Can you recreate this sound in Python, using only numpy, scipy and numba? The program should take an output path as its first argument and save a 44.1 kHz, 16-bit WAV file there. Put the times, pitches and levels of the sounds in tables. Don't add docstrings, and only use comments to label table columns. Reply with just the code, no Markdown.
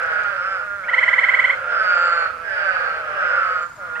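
import sys
import numpy as np
from scipy import signal
from scipy.fft import rfft, irfft
from scipy.io import wavfile
from scipy.ndimage import uniform_filter1d
from numba import njit

SR = 44100
rng = np.random.default_rng(int(sys.argv[2]) if len(sys.argv) > 2 else 0)


def bounce(signal):
    frames = np.transpose(np.atleast_2d(signal))
    limited = np.clip(frames, -1, 1)
    pcm = np.round(limited * 32767).astype(np.int16)
    wavfile.write(sys.argv[1], SR, pcm)


N = 176400
TIME = np.arange(N) / SR
THROAT_PAN_DB = 1


def from_db(db):
    return 10 ** (np.asarray(db) / 20)


def rms_one(x):
    return x / np.sqrt(np.mean(x ** 2) + 1e-20)


def at_hz(points, hz):
    freqs, values = np.transpose(points)
    return np.interp(np.log(hz + 1), np.log(freqs), values)


def ramp(u):
    return np.sin(np.pi / 2 * np.clip(u, 0, 1)) ** 2


def wander(n, size):
    return np.interp(np.arange(n) / size, np.arange(N // size), rng.standard_normal(N // size))


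def filtered(x, kind, hz, order=4):
    return signal.sosfilt(signal.butter(order, hz, kind, fs=SR, output="sos"), x)


def add(out, sound, start_s, pan_db, lag_samples=3):
    gains = from_db([pan_db / 2, -pan_db / 2])
    for channel, gain, lag in zip(out, gains / gains.mean(), (lag_samples, 0)):
        i = int(start_s * SR) + lag
        part = sound[max(-i, 0):max(N - i, 0)]
        channel[max(i, 0):max(i, 0) + len(part)] += gain * part


@njit
def resonate(x, hz, width_hz):
    y, r = np.zeros(len(x)), np.exp(-np.pi * width_hz / SR)
    for i in range(2, len(x)):
        y[i] = x[i] - x[i - 2] + 2 * r * np.cos(2 * np.pi * hz[i] / SR) * y[i - 1] - r * r * y[i - 2]
    return y


def cavity(x, hz, width_hz):
    hz = hz * np.ones(len(x))
    return rms_one(resonate(resonate(x, hz, width_hz), hz, width_hz))


def night_air():
    # frequency in Hz, relative level in dB.
    spectrum = [(20, -24.5), (40, -8), (70, -3.5), (130, -6), (250, -11), (400, -15), (1400, -1),
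                (3000, -24), (5000, -23), (7500, -27), (10000, -30.5), (15000, -36.5)]
    # frequency in Hz, left-right likeness (1 is mono).
    likeness = [(30, .92), (120, 0.84), (400, 0.32), (2000, 0.9), (6000, 0.062), (15000, .1)]
    hz = np.arange(N // 2 + 1) * SR / N
    mid, side = rfft(rng.standard_normal((2, N))) * from_db(at_hz(spectrum, hz))
    alike = at_hz(likeness, hz)
    stereo = np.sqrt(1 + alike) * mid + np.sqrt(1 - alike) * side * [[1], [-1]]
    return from_db(-43.5) * rms_one(irfft(stereo, N))


def woodland(x, wet_db, echoes=(), t60_s=.42):
    t = TIME[:SR // 2]
    tail = rng.standard_normal((2, len(t))) * from_db(-60 * t / t60_s) * ramp(t / .008)
    tail = filtered(tail, "high", 607, order=2)
    response = from_db(wet_db) * rms_one(tail) / np.sqrt(len(t))
    for left_s, right_s, db in echoes:
        response[[0, 1], [int(left_s * SR), int(right_s * SR)]] += from_db(db)
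    return x + signal.fftconvolve(x, response, axes=1)[:, :N]


def leaves(decay_s=.0043):
    # start in seconds, level in dB.
    ticks = [(.031, -45), (.061, -47), (0.134, -46), (.234, -46), (1.398, -47)]
    envelope = sum(from_db(db) * (TIME >= s) * np.exp(-np.abs(TIME - s) / decay_s) for s, db in ticks)
    return envelope * rms_one(filtered(rng.standard_normal((2, N)), "band", [3600, 8300]))


def bird(pitch_hz=7030, fall_hz_per_s=44000, width_s=.0057):
    # middle of the chirp in seconds, level in dB.
    chirps = [(3.594, -48), (3.627, -42), (3.663, -52), (3.695, -47), (3.729, -52), (3.762, -46),
              (3.785, -60)]
    out, t = np.zeros((2, N)), np.arange(-2 * width_s, 2 * width_s, 1 / SR)
    chirp = np.exp(-(t / width_s) ** 2) * np.sin(2 * np.pi * (pitch_hz - fall_hz_per_s * t / 2) * t)
    for s, db in chirps:
        add(out, from_db(db) * chirp, s + t[0], pan_db=0)
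    return out


def larynx(rate_hz, jitter=.0045, waver=.007, shimmer_db=1.1, rasp=.035):
    n = len(rate_hz)
    unsteady = 1 + jitter * wander(n, size=240) + waver * wander(n, size=1800)
    cycles = np.cumsum(rate_hz * unsteady) / SR
    pulses = np.maximum(1 - np.abs(cycles % 1 - .5) * SR / rate_hz, 0)
    pulses *= from_db(shimmer_db * wander(n, size=240))
    puffs = rng.standard_normal(SR)[:n] * np.exp(-10 * ((cycles - .5) % 1))
    return pulses + rasp * puffs


def whistle(progress, force_db):
    from_top = progress - .62
    breath = cavity(rng.standard_normal(SR)[:len(progress)], 7330 - 2800 * from_top ** 2, width_hz=110)
    return from_db(-48.5 + 2.28 * force_db) * np.exp(-(from_top / .3) ** 2) * breath


def groan(contour, swell_s, fade_s, sac_hz, throat_db, overtones_db, bright_hz, force_db):
    # centre in Hz at the usual pulse rate, width in Hz,
    # relative level in dB, power by which the centre follows the pulse rate.
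    resonances = [(849, 330, -21, 0.12), (2260, 900, -25, 0.28), (2710, 396, -21.5, 0.5),
                  (4950, 710, -44.5, 0.18)]
    usual_rate_hz, glide_s, mid_call_lift_db = 175.7, .035, 2.5
    times, rates = np.transpose(contour)
    n = int((times[-1] - times[0]) * SR)
    t, progress = np.arange(n) / SR, np.linspace(0, 1, n)
    rate_hz = uniform_filter1d(np.interp(times[0] + t, times, rates), int(glide_s * SR), mode="nearest")
    pulses = larynx(rate_hz)
    tension = rate_hz / rate_hz.mean()

    centre_hz = sac_hz * tension ** .24
    peak = cavity(pulses, centre_hz, width_hz=165)
    skirt = cavity(pulses, centre_hz, width_hz=471)
    sac = rms_one(peak + from_db(-4.5) * skirt)
    throat = filtered(cavity(pulses, 549 * tension ** .2, width_hz=257), "high", 445)
    upper = sum((-1) ** k * from_db(db) * cavity(pulses, hz * (rate_hz / usual_rate_hz) ** power, width)
                for k, (hz, width, db, power) in enumerate(resonances))
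    upper += whistle(progress, force_db)
    sag = 1 - .1 * (progress - .5)
    bright = cavity(pulses, bright_hz * tension ** .25 * sag, width_hz=220)
    bright *= from_db(-28 + .74 * force_db)

    effort = np.sqrt(ramp(t / swell_s) * ramp((t[-1] - t) / fade_s))
    effort *= from_db(mid_call_lift_db * (np.sin(np.pi * progress) - 1.5))
    call = effort * sac + from_db(overtones_db) * (effort ** 2 * upper + effort * bright)
    return call, np.sqrt(effort) * from_db(throat_db - 10) * throat


def far_toads(toads_per_bout=3, length_s=.66):
    # time in seconds, relative level in dB.
    swells = [(0.0, -30), (0.41, -37), (0.61, -36.5), (0.7, -46), (.8, -39.5), (0.92, -29.5), (1.05, -35.5),
              (1.6, -35), (1.72, -30), (2.26, -32.5), (2.35, -35), (2.61, -29.5), (2.85, -30.5),
              (3.03, -36), (3.24, -29), (3.62, -33), (3.74, -56), (3.82, -36.5), (4.0, -39)]
    starts_s = np.repeat([-.35, .06, .85, 1.18, 1.7, 2.5, 3, 4], toads_per_bout)
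    typical_rates_hz = np.array([237.9, 197.1, 180.9, 170.96, 163.9, 153.9])
    quirks = rng.standard_normal((len(starts_s), 5 + len(typical_rates_hz)))
    out = np.zeros((2, N))
    for bout_s, (late, pitch, sac, side, bright, *bends) in zip(starts_s, quirks):
        rates = typical_rates_hz * np.exp(.06 * pitch + .045 * np.array(bends))
        contour = np.transpose([np.linspace(0, length_s, len(rates)), rates])
        call, throat = groan(contour, swell_s=.09, fade_s=.089, sac_hz=1413.6 * np.exp(.058 * sac),
                             throat_db=-2.5, overtones_db=3.5, bright_hz=4880 * np.exp(.04 * bright),
                             force_db=-14.5)
        start_s = bout_s + .07 * late
        add(out, call, start_s, pan_db=-6 + 4 * side, lag_samples=rng.integers(10))
        add(out, throat, start_s, THROAT_PAN_DB)
    return rms_one(out) * from_db(5.5 + np.interp(TIME, *np.transpose(swells)))


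def near_toads(usual_db=-24):
    # contour of (seconds, pulse rate in Hz) points, swell and fade in seconds,
    # level in dB, sac pitch in Hz, throat and overtone trims in dB, bright ring in Hz, pan in dB.
    groans = [ ([(-.15, 200), (.04, 182), (.15, 178), (.29, 178)], .1, 0.052, -26.5, 1530, -6, -4, 5000, 8),
              ([(-.1, 225), (.06, 212), (.2, 207), (.3, 202), (.36, 198), (.4, 180)],
              0.3, 0.05, -22.5, 1486, -12, -5, 4800, -11), ([(.34, 196), (.39, 169), (.45, 189), (.5, 197),
              (.55, 192), (.59, 175), (.66, 169)], 0.076, .16, -21.5, 1395, -12, -2, 5020, -4),
              ([(.58, 212), (.67, 206), (.77, 200), (.82, 187), (.88, 174), (1.04, 153)],
              0.093, 0.28, -27, 1407, -7, -17, 4400, -6), ([(.82, 265), (.87, 220), (.96, 191), (1.05, 177),
              (1.2, 167), (1.35, 158)], 0.11, .09, -29.5, 1440, -5.5, -2, 5000, 4), ([(.94, 224),
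              (1.05, 207), (1.25, 180), (1.42, 170)], 0.17, 0.089, -29.5, 1580, -9.5, -1, 5300, -15.5),
              ([(1.35, 200), (1.45, 190), (1.56, 185), (1.65, 180), (1.75, 156)],
              .1, 0.21, -30, 1430, -2, -7.5, 4700, -5), ([(1.68, 238), (1.78, 200), (1.86, 183),
              (1.94, 176.5), (2.1, 172), (2.25, 167), (2.3, 156)], 0.22, .06, -18, 1435, -9, 2, 4640, -2.7),
              ([(1.66, 204), (1.73, 198), (1.8, 193), (2.0, 168), (2.1, 157.5), (2.2, 153), (2.29, 148)],
              0.047, .05, -23.5, 1393, -8.5, -6, 4500, -4.5), ([(2.41, 212), (2.5, 196), (2.6, 178),
              (2.72, 166), (2.85, 162), (2.96, 152)], 0.15, 0.15, -24.5, 1560, -10, -1.1, 4650, -16),
              ([(2.43, 225), (2.55, 183), (2.64, 178), (2.72, 165), (2.82, 160), (2.95, 156), (3.03, 152)],
              0.19, 0.065, -26, 1534, -8, 6.5, 4600, -1), ([(2.91, 225), (3.0, 192), (3.08, 173),
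              (3.17, 160)], .12, .04, -35, 1320, 2.2, -10, 4700, -4), ([(3.17, 206), (3.33, 201.5),
              (3.39, 196), (3.46, 186), (3.55, 180), (3.68, 170)],
              .16, 0.088, -20.5, 1350, -11, -4, 4870, -5), ([(3.16, 238), (3.22, 215), (3.28, 190),
              (3.4, 177), (3.5, 165), (3.64, 156)], 0.042, 0.11, -24.5, 1450, -6, -4, 4900, 1.5),
              ([(3.77, 215), (3.81, 187), (3.87, 170), (3.96, 160), (4.2, 152)],
              0.052, .08, -36, 1240, 4.3, -7, 4700, 7.2), ([(3.78, 196), (3.87, 207), (3.96, 203),
              (4.2, 182)], .05, .08, -28.5, 1370, -17, -20, 4700, -8)]
    out = np.zeros((2, N))
    for contour, swell_s, fade_s, db, sac_hz, throat_db, overtones_db, bright_hz, pan_db in groans:
        call, throat = groan(contour, swell_s, fade_s, sac_hz, throat_db, overtones_db, bright_hz,
                             force_db=db - usual_db)
        start_s = contour[0][0]
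        add(out, from_db(db) * call, start_s, pan_db, lag_samples=5)
        add(out, from_db(db) * throat, start_s, THROAT_PAN_DB)
    return out


def tree_frog():
    # time in seconds, level in dB, pitch in Hz.
    notes = [(.843, -30, 1120), (.890, -17, 980), (.9385, -10.5, 993), (.9855, -9.5, 1015),
             (1.0335, -10, 1010), (1.084, -9.5, 1000), (1.135, -10, 1006), (1.187, -8.5, 1017),
             (1.239, -9.5, 1007), (1.291, -9.5, 1018), (1.342, -9.5, 1013), (1.394, -9, 1012),
             (1.446, -9, 1009), (1.500, -10.5, 1018), (3.96, -28.5, 920)]
    # frequency in Hz, gain in dB.
    sac = [(900, -20.5), (1250, -22), (1750, -5), (2050, -1.5), (2450, -5.5), (2780, -29), (3100, -23),
           (3350, -28), (3600, -44.5), (4200, -40.5), (4600, -55.5)]
    # centre in Hz, width in Hz, relative level in dB.
    rasp_bands = [(1020, 750, -28), (3120, 400, -29.5), (4160, 500, -41.5), (5560, 4300, -46),
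                  (7260, 440, -45.5), (8050, 720, -52.5)]
    rise_s, hold_s, fall_s, lead_s = .008, .008, .011, .0095
    usual_hz, glide_hz_per_s, roughness = 1008, 7000, .016
    t = np.arange(-rise_s, hold_s + fall_s, 1 / SR)
    progress = np.linspace(0, 1, len(t))
    envelope = ramp(1 + t / rise_s) * ramp(1 - (t - hold_s) / fall_s)
    sweep_hz = glide_hz_per_s * (t - hold_s / 2)
    sweep_hz += 170 * progress ** 6 - 25 * (1 - progress) ** 6
    tones, hiss = np.zeros((2, N)), np.zeros((2, N))
    for s, db, hz in notes:
        pitch_hz = (hz + sweep_hz) * (1 + roughness * wander(len(t), size=30))
        phase = 2 * np.pi * np.cumsum(pitch_hz) / SR
        lift_db = .0944 * max(usual_hz - hz, 0)
        tone = sum(from_db(at_hz(sac, k * pitch_hz) + (k != 2) * lift_db) * np.sin(k * phase)
                   for k in range(1, 5))
        rasp = sum(from_db(band_db) * cavity(rng.standard_normal(SR // 10), centre, width)[-len(t):]
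                   for centre, width, band_db in rasp_bands)
        add(hiss, from_db(db) * np.sqrt(envelope) * rasp, s - lead_s, pan_db=0, lag_samples=1)
        add(tones, np.sqrt(2) * from_db(db) * envelope * tone, s - lead_s, pan_db=-4, lag_samples=2)
    return tones + woodland(hiss, wet_db=5) / 2


def scene():
    # left and right delay in seconds, level in dB.
    echoes = [(0.0086, 0.006, -11.5), (0.0396, 0.029, -8.5)]
    toads = woodland(near_toads(), wet_db=-8) + woodland(far_toads(), wet_db=-3)
    frog_and_bird = woodland(tree_frog() + bird(), wet_db=-15.5, echoes=echoes)
    return toads + frog_and_bird + leaves() + night_air()


def record(dry):
    cutoff_hz = 15100
    return signal.sosfilt(signal.ellip(10, .1, 80, cutoff_hz, fs=SR, output="sos"), dry)


dry = scene()
out = record(dry)
bounce(out)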